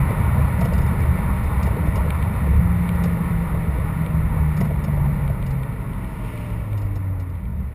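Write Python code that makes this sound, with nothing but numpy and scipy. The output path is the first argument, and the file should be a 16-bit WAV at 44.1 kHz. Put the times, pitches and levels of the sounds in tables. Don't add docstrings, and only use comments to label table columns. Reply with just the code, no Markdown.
import sys
import numpy as np
from scipy import signal
from scipy.fft import rfft, irfft, next_fast_len
from scipy.io import wavfile
from scipy.ndimage import uniform_filter1d

SR = 44100
rng = np.random.default_rng(int(sys.argv[2]) if len(sys.argv) > 2 else 0)


def to_wav(s):
    ch = np.atleast_2d(s).T
    pcm = np.round(np.clip(ch, -1, 1) * 32767)
    wavfile.write(sys.argv[1], SR, pcm.astype(np.int16))


def nominal_scale(level):
    x = np.asarray(level, float) / 20
    return 10 ** x


N = 341334
PADDED = next_fast_len(N)
HZ = np.arange(PADDED // 2 + 1) * SR / PADDED

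# time in seconds, road speed in m/s.
SPEED = [
    (0, 30),
    (.4, 29.66),
    (1.4, 28.09),
    (1.7, 27.64),
    (2.4, 26.82),
    (3, 26.12),
    (4.15, 23.94),
    (5.15, 21.59),
    (7.15, 14.09),
    (7.74, 11.9),
]
# time in seconds, level in dB, pitch in Hz.
POPS = [(0.108, -24.5, 485), (0.215, -30.5, 506), (0.724, -25.5, 530), (1.029, -28.5, 474),
        (1.185, -27, 600), (1.769, -23, 456), (1.978, -26, 604), (2.063, -26.5, 513), (2.473, -26.5, 473),
        (2.566, -27.5, 470), (3.058, -24, 536), (3.171, -31, 540), (3.547, -28.5, 610), (3.785, -27.5, 496),
        (4.363, -31, 490), (4.708, -27.5, 640), (4.845, -35, 440), (4.884, -28, 649), (4.933, -32.5, 493),
        (4.973, -27.5, 590), (5.059, -27, 750), (5.153, -33.5, 463), (5.3, -26.5, 624)]
# frequency in Hz, level in dB, 60 dB decay in seconds.
SHELL_MODES = [(2330, 12, .013), (2750, 10, .008)]
# frequency in Hz, level in dB, 60 dB decay in seconds.
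SHELL_FRONT = [(3200, 4, .005), (3750, 3, .005), (4250, 0, .005)]


def curves(table):
    s, *columns = np.transpose(table)
    return [np.interp(np.arange(N) / SR, s, column) for column in columns]


def walk(rate):
    hold = int(SR / rate)
    steps = np.repeat(rng.standard_normal(N // 200), hold)[:N]
    return 1.3 * uniform_filter1d(uniform_filter1d(steps, hold), hold)


def swells(events, width_s):
    t = np.arange(0, N / SR + .01, .002)
    rise_db = sum(db * np.exp(-((t - s) / width_s) ** 2) for s, db in events)
    return np.interp(np.arange(N) / SR, t, rise_db)


def with_speed(full_db, db_per_db):
    return full_db + db_per_db * 20 * np.log10(curves(SPEED)[0] / SPEED[0][1])


def turbulence(colour, swell_db, flicker_db, flicker_hz):
    hz, db = np.transpose(colour)
    octave, corners = np.log2(HZ + 1), np.log2(hz)
    noise = rfft(rng.standard_normal(PADDED)) * nominal_scale(np.interp(octave, corners, db, -150, -150))
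    swell = swell_db * walk(2 * flicker_hz)
    spacing = .75
    out = 0
    for centre in np.arange(4, 14, spacing):
        if corners[0] - spacing < centre < corners[-1] + spacing:
            share = np.cos(np.pi / 2 * np.clip((octave - centre) / spacing, -1, 1)) ** 2
            band = irfft(noise * share)[:N]
            out = out + nominal_scale(swell + flicker_db * walk(flicker_hz)) * band
    return out / out.std()


def ring(push, modes):
    out = 0
    for hz, db, t60 in modes:
        pole = np.exp(2j * np.pi * hz / SR - np.log(1000) / (t60 * SR))
        out = out + nominal_scale(db) * signal.lfilter([1], [1, -pole], push).imag
    return out


def knock(s, db, modes, contact_s):
    push = np.zeros(N)
    push[(np.atleast_1d(s) * SR).astype(int)] = nominal_scale(db)
    shape = np.hanning(int(contact_s * SR) + 3)
    return ring(np.convolve(push, shape / shape.sum())[:N], modes)


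def bursts(times, dbs, decay_s, delay_s):
    marks = np.zeros(N)
    marks[((times + delay_s) * SR).astype(int)] = nominal_scale(dbs)
    fade = np.exp(-1 / (decay_s * SR))
    return signal.lfilter([np.sqrt(1 - fade ** 2)], [1, -fade], marks) * rng.standard_normal(N)


def body_boom():
    # frequency in Hz, density in dB per Hz.
    fast_colour = [(12, -32), (30, -6.5), (52, -3), (72, 6.5), (98, -5.5), (125, -2.5), (160, -28.5),
                   (280, -120)]
    # frequency in Hz, density in dB per Hz.
    slow_colour = [(12, -34), (20, -18), (35, -11), (48, -3), (62, -2.5), (80, -19), (110, -7.5),
                   (150, -25)]
    # time in seconds, boom change in dB.
    boom_changes = [(0, 8), (.22, 5), (.48, 7), (.8, 4.5), (1.06, 4.5), (1.2, 2.5), (1.41, 3), (1.58, 2.5),
                    (1.75, 2.5), (1.95, 8), (2.25, 5.5), (2.45, 5), (2.58, 7), (2.8, 3), (3.35, 3.5), (3.55, 4),
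                    (3.83, 4.5), (4.21, 5.5), (4.42, 5.5), (4.73, 6), (4.88, -7), (5, 10), (5.13, 1.5),
                    (5.28, 5.5), (5.47, 5.5), (6.3, 0), (6.9, 7), (7.48, 5)]
    sink_below, sink_over = 22.2, 1.9
    slow = .87 * np.clip((sink_below - curves(SPEED)[0]) / sink_over, 0, 1)
    boom = np.sqrt(1 - slow) * turbulence(fast_colour, 0.2, 0.85, 4)
    boom = boom + np.sqrt(slow) * turbulence(slow_colour, .3, 0.92, 4)
    return nominal_scale(with_speed(-24, 1.48) + swells(boom_changes, width_s=0.09)) * boom


def buffeting():
    # frequency in Hz, density in dB per Hz.
    wake_colour = [(60, -15), (95, -3), (140, -0.5), (180, 0.5), (220, -8.5), (260, -19.5), (340, -31)]
    # time in seconds, change in dB.
    rumble_changes = [(.17, 2.5), (.64, 6), (1.36, 1), (2.6, 5.5), (3.08, 6), (3.54, -3.5), (4.33, 3.5), (4.63, 9),
                      (4.89, 4.5), (5.13, 7), (5.3, 3.5), (5.86, 4.5), (6, 2.5), (6.81, -1), (7.48, 8), (7.62, 9)]
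    level_db = with_speed(-25, 1.83) + swells(rumble_changes, width_s=0.053)
    return nominal_scale(level_db) * turbulence(wake_colour, 0.24, .6, 5.9)


def tyres_and_wind():
    # frequency in Hz, density in dB per Hz.
    roar_colour = [(450, -24.5), (620, -7), (800, 0), (1050, -0.5), (1250, -3.5), (1430, -3.5),
                   (1700, -13.5), (2400, -44)]
    # frequency in Hz, density in dB per Hz.
    hiss_colour = [(900, -32), (1500, -4), (1950, 0), (2500, -10.5), (3200, -21), (4200, -24),
                   (5400, -32.5), (6000, -45.5)]
    # time in seconds, tyre roar change in dB.
    asphalt = [(.15, 1), (.9, -0.5), (1.2, 1), (1.95, 0.5), (2.65, -1.5), (3.1, 0.5), (3.45, 1), (3.75, -1),
               (4.15, -0.5), (4.55, 0.5), (5.1, 1), (5.6, -0.5), (6.8, 1), (7.2, 1), (7.7, 2.5)]
    asphalt_db = swells(asphalt, width_s=0.16)
    roar = nominal_scale(with_speed(-34.5, 2.25) + asphalt_db) * turbulence(roar_colour, 0.87, 0.8, 12)
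    hiss = nominal_scale(with_speed(-39, 2.08) + 0.4 * asphalt_db) * turbulence(hiss_colour, 0.42, 0.57, 14)
    return roar + hiss


def revs():
    high_gear, low_gear = 4.45, 6.6
    shift_s, blip_s, clutch_s, sag_over_s = 1.7, .215, 7.3, .22
    t = np.arange(N) / SR
    engaged = 1 - np.exp(-(np.maximum(t - shift_s, 0) / blip_s) ** 1.4)
    sag_hz = 10 * (1 - np.exp(-(np.maximum(t - clutch_s, 0) / sag_over_s) ** 2))
    return curves(SPEED)[0] * (high_gear + (low_gear - high_gear) * engaged) - sag_hz


def engine():
    # time in seconds, firing line in dB.
    load = [(0, -26), (.4, -24), (.9, -33), (1.4, -28.5), (1.6, -49), (2.3, -38), (2.42, -26.5), (3.2, -22),
            (3.8, -32.5), (4, -26.5), (4.5, -24), (5.2, -24), (5.55, -25.5), (6.05, -41.5), (6.55, -31.5),
            (6.8, -23), (7.3, -27.5), (7.74, -34)]
    # time in seconds, change of the firing line in dB.
    throttle = [(.13, -4.5), (.64, -4), (1.15, -3), (1.87, 17.5), (3.78, -8), (3.88, -2.5), (5.38, -10),
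                (5.67, -4), (5.87, 6), (6.26, 7), (6.58, -4), (6.96, -4.5), (7.44, -13), (7.6, 4)]
    # order in fifths of the firing rate, start in seconds, end in seconds, level in dB.
    side_orders = [(2, 2.3, 2.7, -28), (2, 5.3, 6.6, -34), (6, 2.8, 3.5, -37), (9, 3.5, 4.4, -46),
                   (10, 1.77, 1.9, -36), (10, 3.3, 3.9, -48), (10, 4.7, 5.3, -52), (10, 5.3, 6.2, -48),
                   (10, 6.7, 7.74, -48), (11, 5.8, 6.4, -55), (12, 4.8, 5.3, -51), (12, 5.8, 6.9, -49),
                   (14, 2.4, 4.4, -54), (14, 5.2, 7.2, -56), (15, 5.8, 7.45, -48), (15, 6.8, 7.4, -52),
                   (17, 5.2, 5.9, -51), (19, 6, 6.5, -55), (20, 6.1, 6.8, -53), (24, 2.6, 4.1, -54),
                   (27, 5.5, 7.2, -56), (27, 5.9, 6.7, -54)]
    # frequency in Hz, density in dB per Hz.
    gas_colour = [(200, -17), (260, -0.5), (360, -3.5), (460, -1.5), (560, -3), (680, -4.5), (760, -26),
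                  (1000, -38)]
    t = np.arange(N) / SR
    phase = 2 * np.pi * np.cumsum(revs() * (1 + .003 * walk(25))) / SR
    hum = nominal_scale(curves(load)[0] + swells(throttle, width_s=.06) + 1.22 * walk(16)) * np.sin(phase)
    waver_db = 1.8 * walk(9)
    for fifths, start, end, db in side_orders:
        span = slice(int(start * SR), int(end * SR))
        swell = np.abs(np.sin(np.pi * (t[span] - start) / (end - start))) ** .6
        own_db = db + np.roll(waver_db, fifths * 9999)[span]
        hum[span] += swell * nominal_scale(own_db) * np.sin(fifths * phase[span] / 5)
    puffs_db = swells([(s, .5 * (db + 30.5)) for s, db, _ in POPS], width_s=0.029)
    gas = nominal_scale(with_speed(-38, 1.46) + puffs_db) * turbulence(gas_colour, 0.29, 0.94, 12)
    return np.sqrt(2) * hum + gas * (1 + 0.36 * np.cos(phase))


def pops():
    rise_s, decay_s = 0.00075, 0.0039
    t = np.arange(1500) / SR
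    envelope = 2 * (1 - np.exp(-t / rise_s)) * np.exp(-t / decay_s)
    out = np.zeros(N)
    for s, db, hz in POPS:
        i = int(s * SR)
        out[i:i + len(t)] += nominal_scale(db) * np.sin(2 * np.pi * hz * t) * envelope
    s, db, _ = np.transpose(POPS)
    return out + knock(s, db - 27, SHELL_MODES + SHELL_FRONT, contact_s=.0001)


def mount():
    # time in seconds, chatter in dB, thud in dB.
    rattles = [(0.59, -52.5, -53), (0.6087, -42.5, -18), (0.6502, -42, -19.5), (0.7344, -43.5, -30.5),
               (0.7801, -47.5, -19), (0.8172, -48.5, -28), (0.865, -52.5, -32), (1.003, -56, -48),
               (1.4366, -52, -29), (1.628, -41, -25.5), (1.6664, -49, -22.5), (1.864, -54, -26),
               (1.956, -40.5, -27), (2.951, -56.5, -32), (3.037, -40.5, -21.5), (4.567, -46, -33),
               (4.606, -43.5, -17), (4.6476, -51, -28), (4.8394, -46.5, -25), (5.463, -47, -37),
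               (5.5044, -49, -49), (6.775, -47.5, -59), (6.8157, -53, -34), (6.859, -62.5, -39),
               (6.956, -50, -31.5), (7.199, -51.5, -38), (7.2953, -60.5, -45)]
    # frequency in Hz, level in dB, 60 dB decay in seconds.
    chatter_modes = [(2350, 2, 0.024), (2840, 4, 0.014), (3760, -1.5, 0.0088), (4200, -0.5, 0.014),
                     (4750, -0.5, 0.02), (5090, -1.5, 0.019), (5370, -9, .04), (5900, -6.5, 0.0072)]
    # frequency in Hz, level in dB, 60 dB decay in seconds.
    thud_modes = [(481, -2, 0.06), (560, 3, .04), (672, 3.5, 0.052), (790, -7.5, 0.024), (1270, -12, .04),
                  (1970, -8, 0.044)]
    s, chatter_db, thud_db = np.transpose(rattles)
    chatter = ring(bursts(s, chatter_db + 1.5, decay_s=0.011, delay_s=0), chatter_modes)
    thud = ring(bursts(s, thud_db - 8, decay_s=0.006, delay_s=.006), thud_modes)
    return chatter + thud


def grit():
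    # time in seconds, level in dB.
    hits = [(2.1038, -27), (2.2257, -33), (2.89, -30), (4.0617, -35.5), (5.2769, -37.5), (5.4254, -38),
            (5.6321, -38.5), (5.7245, -48), (5.9329, -42), (6.0446, -42), (6.2476, -45), (6.3753, -41.5),
            (6.4087, -48), (6.501, -47), (6.73, -42), (7.3527, -49), (7.453, -49)]
    s, db = np.transpose(hits)
    ticks = knock(s + .0009, db - 3, SHELL_FRONT, contact_s=.0002)
    ticks = ticks + knock(s + .0016, db - 3, SHELL_MODES, contact_s=.0004)
    ticks = ticks + knock(s + .0045, db - 12, SHELL_MODES, contact_s=.0004)
    return signal.sosfilt(signal.butter(8, 4600, fs=SR, output="sos"), ticks)


def passing_car():
    # frequency in Hz, density in dB per Hz.
    far_colour = [(400, -7), (1000, 1), (2000, 1.5), (2800, -1), (3500, -14.5), (4500, -15.5), (5500, -18),
                  (6000, -28)]
    passes_s, pass_width_s = 6.35, 0.48
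    distance = np.hypot(1, (np.arange(N) / SR - passes_s) / pass_width_s)
    return nominal_scale(-47.5) / distance ** 3.9 * turbulence(far_colour, .4, 1.1, 16)


def scene():
    road = body_boom() + buffeting() + tyres_and_wind()
    mix = road + engine() + pops() + mount() + grit() + passing_car()
    fades = np.minimum(np.arange(N) / 150, np.arange(N)[::-1] / 400)
    return (np.clip(fades, 0, 1) * mix)[None]


def closed_case(x):
    # frequency in Hz, width in Hz, gain in dB.
    resonances = [(729, 45, -9), (886, 17.5, -15), (923, 41, 6), (1609, 130, -12.5), (2263, 51, 6),
                  (3622, 64, 9), (4570, 140, -6.5), (4770, 48, -0.5), (5170, 60, 1.5), (5400, 40, 4.5)]
    case_db = sum(db / (1 + (2 * (HZ - hz) / width) ** 2) for hz, width, db in resonances)
    inside = irfft(rfft(x, PADDED) * nominal_scale(case_db))[:N]
    return np.tanh(0.85 * inside) / 0.74


def converter(x):
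    slow = signal.resample_poly(x, 40, 147)
    held = signal.resample_poly(np.repeat(slow, 4), 147, 160)[:N]
    return held + nominal_scale(-74.0) * rng.standard_normal(N)


def band_dropouts(x):
    # lower edge in Hz, upper edge in Hz, share of moments left empty.
    faint_bands = [(5650, 5850, .35), (5850, 6150, .6), (6150, 6380, .35)]
    spectrum = rfft(x, PADDED)
    loud = uniform_filter1d(x ** 2, SR // 2) > nominal_scale(-50)
    for low_hz, high_hz, share in faint_bands:
        band = irfft(spectrum * ((HZ >= low_hz) & (HZ < high_hz)))[:N]
        quiet = uniform_filter1d(band ** 2, 1024) < 4.4 * np.median(band ** 2)
        empty = (walk(16) < 2.5 * (share - .5 - .3 * ~loud)) & quiet
        x = x - band * uniform_filter1d(1. * empty, 500)
    return x


def low_pass(x):
    return signal.sosfilt(signal.butter(12, 15450, fs=SR, output="sos"), x)


def record(dry):
    held = band_dropouts(converter(closed_case(dry[0])))
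    limited = signal.sosfilt(signal.ellip(8, .2, 24, 15250, fs=SR, output="sos"), held)
    return low_pass(limited[None])


dry = scene()
out = record(dry)
to_wav(out)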